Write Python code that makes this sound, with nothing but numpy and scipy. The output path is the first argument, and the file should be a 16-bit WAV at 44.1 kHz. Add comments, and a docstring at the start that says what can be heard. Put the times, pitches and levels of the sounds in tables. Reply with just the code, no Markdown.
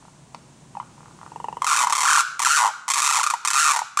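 """A garden lawn with two cranes a few metres away: soft throaty clucks, a purr, then loud rattling calls.
Every rattle is a string of beats, each a few cycles of the voice near 1.2 kHz ringing in the windpipe.
When the voice is pushed, every cycle snaps shut and rasps through the throat and open bill.
The lawn, shrubs and fence answer, over a distant rumble and a faint hiss."""
import sys
import numpy as np
from scipy import signal
from scipy.fft import rfft, irfft, next_fast_len
from scipy.io import wavfile

SR = 44100
rng = np.random.default_rng(int(sys.argv[2]) if len(sys.argv) > 2 else 0)


def to_wav(sig):
    """Store sig (one row per channel, or 1-D mono) as 16-bit WAV at the path in sys.argv[1].

    Samples outside -1..1 are clipped; the rate is SR.
    """
    pcm = np.clip(np.atleast_2d(sig), -1, 1) * 32767
    pcm = np.round(pcm).astype(np.int16)
    wavfile.write(sys.argv[1], SR, pcm.T)  # frames by channels


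N = 176400

# Colour the windpipe gives the tone. Each row: frequency in Hz, gain in dB.
WINDPIPE = [(100, -9.5), (450, -4.5), (650, -3.5), (850, 2.5), (1000, 0), (1300, 0.5), (1520, -2),
            (1750, -2.5), (2300, 3.5), (3000, 0.5), (4200, -2.5), (8000, -22), (14000, -35)]
# Colour the throat and open bill give the rasp. Each row: frequency in Hz, gain in dB.
THROAT = [(150, -34), (330, -19), (500, -23.5), (700, -10.5), (1200, -2), (1800, 2), (2100, -2),
          (2550, -0.5), (2900, -6.5), (3500, -4.5), (3900, -5), (4300, -3), (4700, -5.5), (5700, -0.5),
          (6400, 0.5), (7400, 3), (8400, -2), (9200, -4), (10500, -10.5), (12500, -19), (15500, -31)]
BEAT_GAP_S = .007  # between the beats of a roll
SOFT_TRIM_DB = -5  # on the tone of clucks and croaks


def calls():
    """Loud rattles: a rough tone passes the windpipe; snaps and turbulent air ring the throat and bill."""
    # Two fast trills. 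Each row: time in seconds, beats per second, pitch in Hz,
    # relative tone level in dB, relative rasp level in dB.
    first_trill = [(2.472, 149, 1296, -18.5, -23), (2.51, 147, 1413, -15, -20),
                   (2.555, 148, 1440, -14.5, -20.5), (2.59, 147, 1175, -15, -19.5),
                   (2.605, 111, 1051, -14, -23), (2.645, 105, 1038, -9, -26.5), (2.68, 98, 982, -14, -28.5),
                   (2.712, 79, 670, -43, -60)]
    second_trill = [(3.554, 136.8, 1230, -15, -21), (3.58, 147.3, 1403, -14.5, -19),
                    (3.61, 155.2, 1462, -16.5, -21), (3.645, 149.4, 1346, -15, -20),
                    (3.68, 145.8, 1196, -13.5, -21), (3.705, 139.9, 1193, -13.5, -20.5),
                    (3.726, 106.9, 1052, -10.5, -20.5)]
    flutter_hz, flutter_depth, hoarse_db = 897, .14, -7.5
    flutter = np.interp(np.arange(N) * flutter_hz / SR, np.arange(N), rng.standard_normal(N))
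    turbulence = amp(hoarse_db) * rng.standard_normal(N)
    tone, snaps, air_power = rolls() + trill(first_trill) + trill(second_trill)
    rough_tone = tone * (1 + flutter_depth * flutter)
    rasp = snaps + np.sqrt(air_power) * turbulence
    throat_gain = np.sqrt(np.mean(amp(along(THROAT, np.fft.rfftfreq(SR, 1 / SR))) ** 2))
    return coloured(rough_tone, WINDPIPE) + coloured(rasp, THROAT) / throat_gain


def rolls():
    """Bursts of one to four loud beats that lose rasp and, when above the resting pitch, sag."""
    # Each row: start in seconds, number of beats, centre pitch in Hz,
    # relative tone level in dB, relative rasp level in dB.
    bursts = [(1.6192, 1, 1104, -12, -32.5), (1.6438, 1, 1137, -12.5, -23.5),
              (1.6659, 3, 1261, -16.0, -21.5), (1.6853, 1, 1183, -20, -29), (1.6902, 3, 1252, -18.0, -21.5),
              (1.711, 2, 1284, -16, -22), (1.7238, 2, 1170, -15, -22.5), (1.738, 3, 1296, -18.0, -21.5),
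              (1.7625, 2, 1310, -15.5, -19.5), (1.775, 2, 1170, -19.5, -26), (1.789, 3, 1221, -17, -20.0),
              (1.812, 3, 1110, -15.5, -20.5), (1.836, 2, 1034, -15.5, -25), (1.87, 1, 960, -11.0, -26.5),
              (1.897, 2, 1050, -17.5, -24), (1.924, 2, 1120, -14, -20.5), (1.9511, 3, 1130, -18, -21.0),
              (1.9792, 3, 1077, -17, -23), (2.005, 3, 1113, -17.5, -19.5), (2.031, 3, 1106, -16.5, -21.0),
              (2.0522, 4, 1270, -14.5, -20.0), (2.077, 4, 1309, -14, -19), (2.1037, 4, 1352, -13, -19.0),
              (2.1307, 4, 1342, -15.0, -18.5), (2.158, 4, 1332, -13.5, -18.5),
              (2.184, 4, 1263, -14.5, -18.5), (2.3931, 2, 1142, -18.0, -22.5), (2.418, 3, 1145, -18, -20.5),
              (2.448, 4, 1303, -15.5, -17.5), (2.88, 2, 1103, -19, -22.5), (2.901, 3, 1140, -21.0, -19),
              (2.936, 2, 1155, -21.5, -18.5), (2.9569, 3, 1130, -18.5, -21), (2.979, 4, 1121, -19, -18.5),
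              (3.019, 4, 1147, -19.0, -18.5), (3.046, 2, 1195, -20.5, -19.5),
              (3.0615, 3, 1215, -16.0, -18.5), (3.089, 4, 1198, -19.0, -20.5),
              (3.124, 4, 1178, -16.5, -19.5), (3.155, 4, 1126, -16.5, -19.5), (3.1873, 1, 963, -15, -23),
              (3.1962, 3, 1245, -15.5, -23), (3.2314, 2, 1239, -18.0, -20), (3.264, 2, 1170, -16.5, -21.5),
              (3.3002, 2, 1203, -15.0, -21.5), (3.337, 1, 1031, -11.5, -27.5),
              (3.449, 2, 1133, -18.0, -22.5), (3.4737, 2, 1200, -21.0, -19), (3.503, 2, 1227, -21, -19.5),
              (3.532, 3, 1200, -20.5, -20.5), (3.7341, 3, 993, -20, -26), (3.761, 2, 966, -16.5, -23.5),
              (3.79, 1, 939, -18.0, -23.5), (3.8169, 1, 954, -22.5, -49), (3.9721, 1, 1204, -13.0, -20.5),
              (3.99, 2, 1358, -13, -19.5)]
    rest_hz, sag, scatter_s = 1048, .99, .0008
    tone_trim_db, rasp_trim_db, fade_db_per_beat = -4.5, -2.5, .9
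    layers = np.zeros((3, N))
    for start, count, hz, tone_db, rasp_db in bursts:
        for k in range(count):
            pitch = hz + sag * max(hz - rest_hz, 0) * (count - 1 - 2 * k) / count
            delay = k * BEAT_GAP_S + rng.normal(0, scatter_s) if k else 0
            faded_db = rasp_db + rasp_trim_db - fade_db_per_beat * k
            add(layers, start + delay, beat(pitch, tone_db + tone_trim_db, faded_db))
    return layers


def trill(rows):
    """An unbroken run of beats that slows and drops in pitch as the call ends."""
    tone_trim_db, rasp_trim_db, scatter_s = -6, -2.5, .00025
    layers = np.zeros((3, N))
    times, *curves = np.transpose(rows)
    start = times[0]
    while start <= times[-1]:
        rate, hz, tone_db, rasp_db = [np.interp(start, times, curve) for curve in curves]
        add(layers, rng.normal(start, scatter_s), beat(hz, tone_db + tone_trim_db, rasp_db + rasp_trim_db))
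        start += 1 / rate
    return layers


def beat(hz, tone_db, rasp_db, stretch=1, croak=False):
    """One beat of the voice in three layers: a falling tone, a snap per cycle, the power of the air."""
    tone_rise_s, ring_s, rasp_rise_s, air_decay_s = .0018, .0077, .0015, .014
    droop_per_s, pitch_scatter, level_scatter_db = 11, .045, 1.3
    snap_count, snap_phase, jitter_cycles, snap_scatter_db = 12, .18, .05, 1
    t = np.arange(SR // 32) / SR
    age = t / stretch
    hz = hz * np.exp(rng.normal(0, pitch_scatter))
    cycles = np.cumsum(hz * np.exp(-droop_per_s * (t - tone_rise_s))) / SR

    # A slack, low voice adds a tone an octave below, which fades as the pitch rises.
    undertone_db = -9.5 if croak else -21.5 - .1 * max(hz - 890, 0)
    partials = [(.5, undertone_db), (1, 0), (2, -25.5), (3, -23 if croak else -28)]
    wave = sum(amp(db) * np.sin(2 * np.pi * ratio * cycles) for ratio, db in partials)
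    windpipe_ring = .21 * (1 - np.exp(-age / tone_rise_s)) * np.exp(1 - age / ring_s)
    tone = (swell(age, tone_rise_s, shape=2.13) + windpipe_ring) * wave

    snap_cycles = np.arange(snap_count) + rng.normal(snap_phase, jitter_cycles, snap_count)
    snap_times = np.interp(snap_cycles, cycles, t)
    snap_sizes = swell(snap_times / stretch, rasp_rise_s, shape=1.33)
    snap_sizes *= amp(rng.normal(0, snap_scatter_db, snap_count))
    snaps = np.bincount(np.round(snap_times * SR).astype(int), snap_sizes, len(t))
    air = (1 - np.exp(-t / rasp_rise_s)) * np.exp(-t / air_decay_s)

    gap_gain = np.sqrt(BEAT_GAP_S * SR / len(t))  # each beat carries one gap's worth of energy
    tone_gain, rasp_gain = gap_gain * amp(rng.normal([tone_db, rasp_db], level_scatter_db))
    return np.array([tone_gain * unit(tone), rasp_gain * unit(snaps), (rasp_gain * unit(air)) ** 2])


def squawk():
    """The voice briefly holds one pitch: even snaps buzz through the throat."""
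    start_s, length_s, hz = 2.5, .0063, 1089.5
    snap_times = np.arange(0, length_s, 1 / hz)
    snaps = np.bincount(np.round(snap_times * SR).astype(int), np.sin(np.pi * snap_times / length_s))
    track = np.zeros(N)
    add(track, start_s, amp(-22) * unit(snaps))
    return coloured(track, THROAT)


def purr():
    """A swelling row of hollow croaks leads into the first call as the bill starts to open."""
    # Each row: start in seconds, pitch in Hz, relative level in dB.
    croaks = [(1.318, 944, -31), (1.359, 947, -26.5), (1.4, 962, -26.5), (1.4421, 936, -22.5),
              (1.4837, 910, -20.5), (1.526, 962, -24), (1.5688, 940, -24.5)]
    layers = np.zeros((3, N))
    for start, hz, db in croaks:
        add(layers, start, beat(hz, db + SOFT_TRIM_DB, rasp_db=db - 25, croak=True))
    tone, snaps, _ = layers
    return coloured(tone, WINDPIPE) + coloured(snaps, THROAT)


def clucks():
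    """Single quiet beats through a shut bill; the weakest shrink to mere ticks."""
    # Each row: start in seconds, pitch in Hz, relative level in dB.
    soft_clucks = [(.026, 1000, -45.5), (0.052, 980, -43), (.082, 980, -45), (0.751, 1010, -29.5),
                   (.769, 963, -26), (.7995, 987, -22), (.828, 920, -39), (.98, 990, -43),
                   (1.006, 1040, -39.5), (1.031, 1030, -41), (1.058, 1040, -41), (1.082, 1000, -42),
                   (1.11, 1010, -44), (1.189, 1000, -43), (1.214, 1050, -38), (1.231, 990, -36),
                   (1.263, 1050, -35), (1.277, 930, -37.5)]
    # One sharp cluck. Its row: start in seconds, pitch in Hz, relative tone and rasp levels in dB.
    warning_cluck = [(0.3462, 1014, -31.5, -34.5)]
    # Colour of the rasp with the bill shut. Each row: frequency in Hz, gain in dB.
    shut_bill = [(200, -19), (500, 17), (800, 4), (1400, -1), (1700, -15), (2300, 8.5), (3300, -6),
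                 (4500, 0.5), (7000, -8), (10000, -19), (15000, -40)]
    full_db, full_stretch, tick_stretch = -31, .89, .32
    layers = np.zeros((3, N))
    for start, hz, db in soft_clucks:
        stretch = np.clip(full_stretch * np.exp(db - full_db), tick_stretch, full_stretch)
        add(layers, start, beat(hz, db + SOFT_TRIM_DB, rasp_db=db - 26, stretch=stretch))
    for start, hz, tone_db, rasp_db in warning_cluck:
        add(layers, start, beat(hz, tone_db + SOFT_TRIM_DB, rasp_db, stretch=.42))
    tone, snaps, _ = layers
    return coloured(tone, WINDPIPE) + coloured(snaps, shut_bill)


def garden(voice):
    """Quick scatter from lawn and shrubs, a dying tail, and a later return from the fence."""
    # Length of the tail. Each row: frequency in Hz, seconds to fall by 60 dB.
    decay_times = [(300, 0.29), (1300, 0.83), (3000, 0.51), (7000, 0.55), (14000, 0.31)]
    # Colour of the tail. 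Each row: frequency in Hz, gain in dB.
    tail_colour = [(200, 8.5), (700, -8.5), (1000, -11.5), (1450, 7), (1900, -3.5), (2700, 2), (4000, 3.5),
                   (8000, -4.5), (14000, -2)]
    tail_db, scatter_db, fence_db, fence_s = -11.5, -8, -22, .07
    hz, frame_times, spectrum = signal.stft(rng.standard_normal((2, SR)), SR, nperseg=256)
    decay = amp(-60 * frame_times / along(decay_times, hz)[:, None])
    tail = signal.istft(spectrum * decay, SR, nperseg=256)[1]
    tail = coloured(tail / np.linalg.norm(tail[0]), tail_colour)
    t = np.arange(tail.shape[1]) / SR
    scatter = rng.standard_normal(tail.shape) * swell(t, rise_s=.0027, shape=.49)
    answer = amp(tail_db) * tail + amp(scatter_db) * scatter / np.linalg.norm(scatter[0])
    add(answer, fence_s, amp(fence_db) * tail[::-1])  # the two tails swap channels
    return spread(signal.fftconvolve(voice[None], answer, axes=1)[:, :N])


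def background():
    """Distant rumble and a faint airy hiss, both sinking away during the calls."""
    # Each row: time in seconds, rumble level in dB, hiss level in dB.
    fader_moves = [(0, -54, -54.5), (.3, -51.5, -55.5), (.9, -50.5, -54.5), (1.25, -49, -52.5),
                   (1.6, -49.5, -54.5), (1.68, -62, -46.5), (2.6, -66, -63), (3.3, -70.5, -61),
                   (4, -66, -75)]
    # Colours of the two beds. Each row: frequency in Hz, gain in dB.
    rumble_colour = [(25, -31), (60, -8), (100, -8), (140, 5), (175, -1), (240, -5), (350, -10),
                     (550, -21.5), (1200, -49.5)]
    hiss_colour = [(200, -6.5), (500, -2.5), (750, -1.5), (980, 0.5), (1300, -8.5), (1800, -10.5),
                   (2400, -11.5), (3500, -12.5), (5000, -13.5), (6500, -9.5), (8400, -10), (10000, -18.5),
                   (11500, -30), (13000, -57), (15500, -62)]
    times, rumble_db, hiss_db = np.transpose(fader_moves)
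    beds = np.zeros((2, N))
    for colour, db in (rumble_colour, rumble_db), (hiss_colour, hiss_db):
        noise = unit(coloured(rng.standard_normal((2, N)), colour))
        beds += noise * amp(np.interp(np.arange(N) / SR, times, db))
    return spread(beds)


def spread(pair):
    """Two unrelated signals as mid and side: a narrow image that opens in the highest treble."""
    # Each row: frequency in Hz, gain of the side signal in dB.
    width = [(100, -30.5), (1000, -13), (2500, -20.5), (5000, -21), (9000, -15), (14000, 3)]
    mid, side = pair[0], coloured(pair[1], width)
    return np.array([mid + side, mid - side])


def amp(db):
    """Decibels to gain."""
    return 10 ** (np.asarray(db) / 20)


def unit(x):
    """Scale to rms 1."""
    return x / np.sqrt(np.mean(x ** 2) + 1e-20)


def swell(t, rise_s, shape):
    """A hump that peaks at 1 after rise_s; a higher shape narrows it."""
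    return (t / rise_s * np.exp(1 - t / rise_s)) ** shape


def along(points, hz):
    """Read a curve of (Hz, value) points on a log frequency axis."""
    freqs, values = np.transpose(points)
    return np.interp(np.log(hz + 1), np.log(freqs + 1), values)


def coloured(x, points):
    """Minimum-phase equaliser with the given (Hz, dB) shape."""
    m = 8192
    cepstrum = irfft(np.log(amp(along(points, np.fft.rfftfreq(m, 1 / SR)))), m)
    cepstrum[1:m // 2] *= 2
    cepstrum[m // 2 + 1:] = 0
    impulse = irfft(np.exp(rfft(cepstrum)))[:m // 2]
    size = next_fast_len(x.shape[-1] + m)
    return irfft(rfft(x, size) * rfft(impulse, size), size)[..., :x.shape[-1]]


def add(track, start_s, x):
    """Mix x into the track at start_s."""
    i = max(int(round(start_s * SR)), 0)
    part = track[..., i:i + x.shape[-1]]
    part += x[..., :part.shape[-1]]


def scene():
    """The birds almost straight ahead, the garden around them."""
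    voice = clucks() + purr() + calls() + squawk()
    pan = amp([[-.15], [.15]])
    return voice * pan + garden(voice) + background()


def record(dry):
    """The highest peaks are rounded off and the very top of the treble is cut."""
    knee, top_hz = 3.3, 15800
    rounded = dry / (1 + np.abs(dry) ** knee) ** (1 / knee)
    size = next_fast_len(N + SR // 2)
    passband = np.fft.rfftfreq(size, 1 / SR) < top_hz
    return irfft(rfft(rounded, size) * passband, size)[:, :N]


dry = scene()
out = record(dry)
to_wav(out)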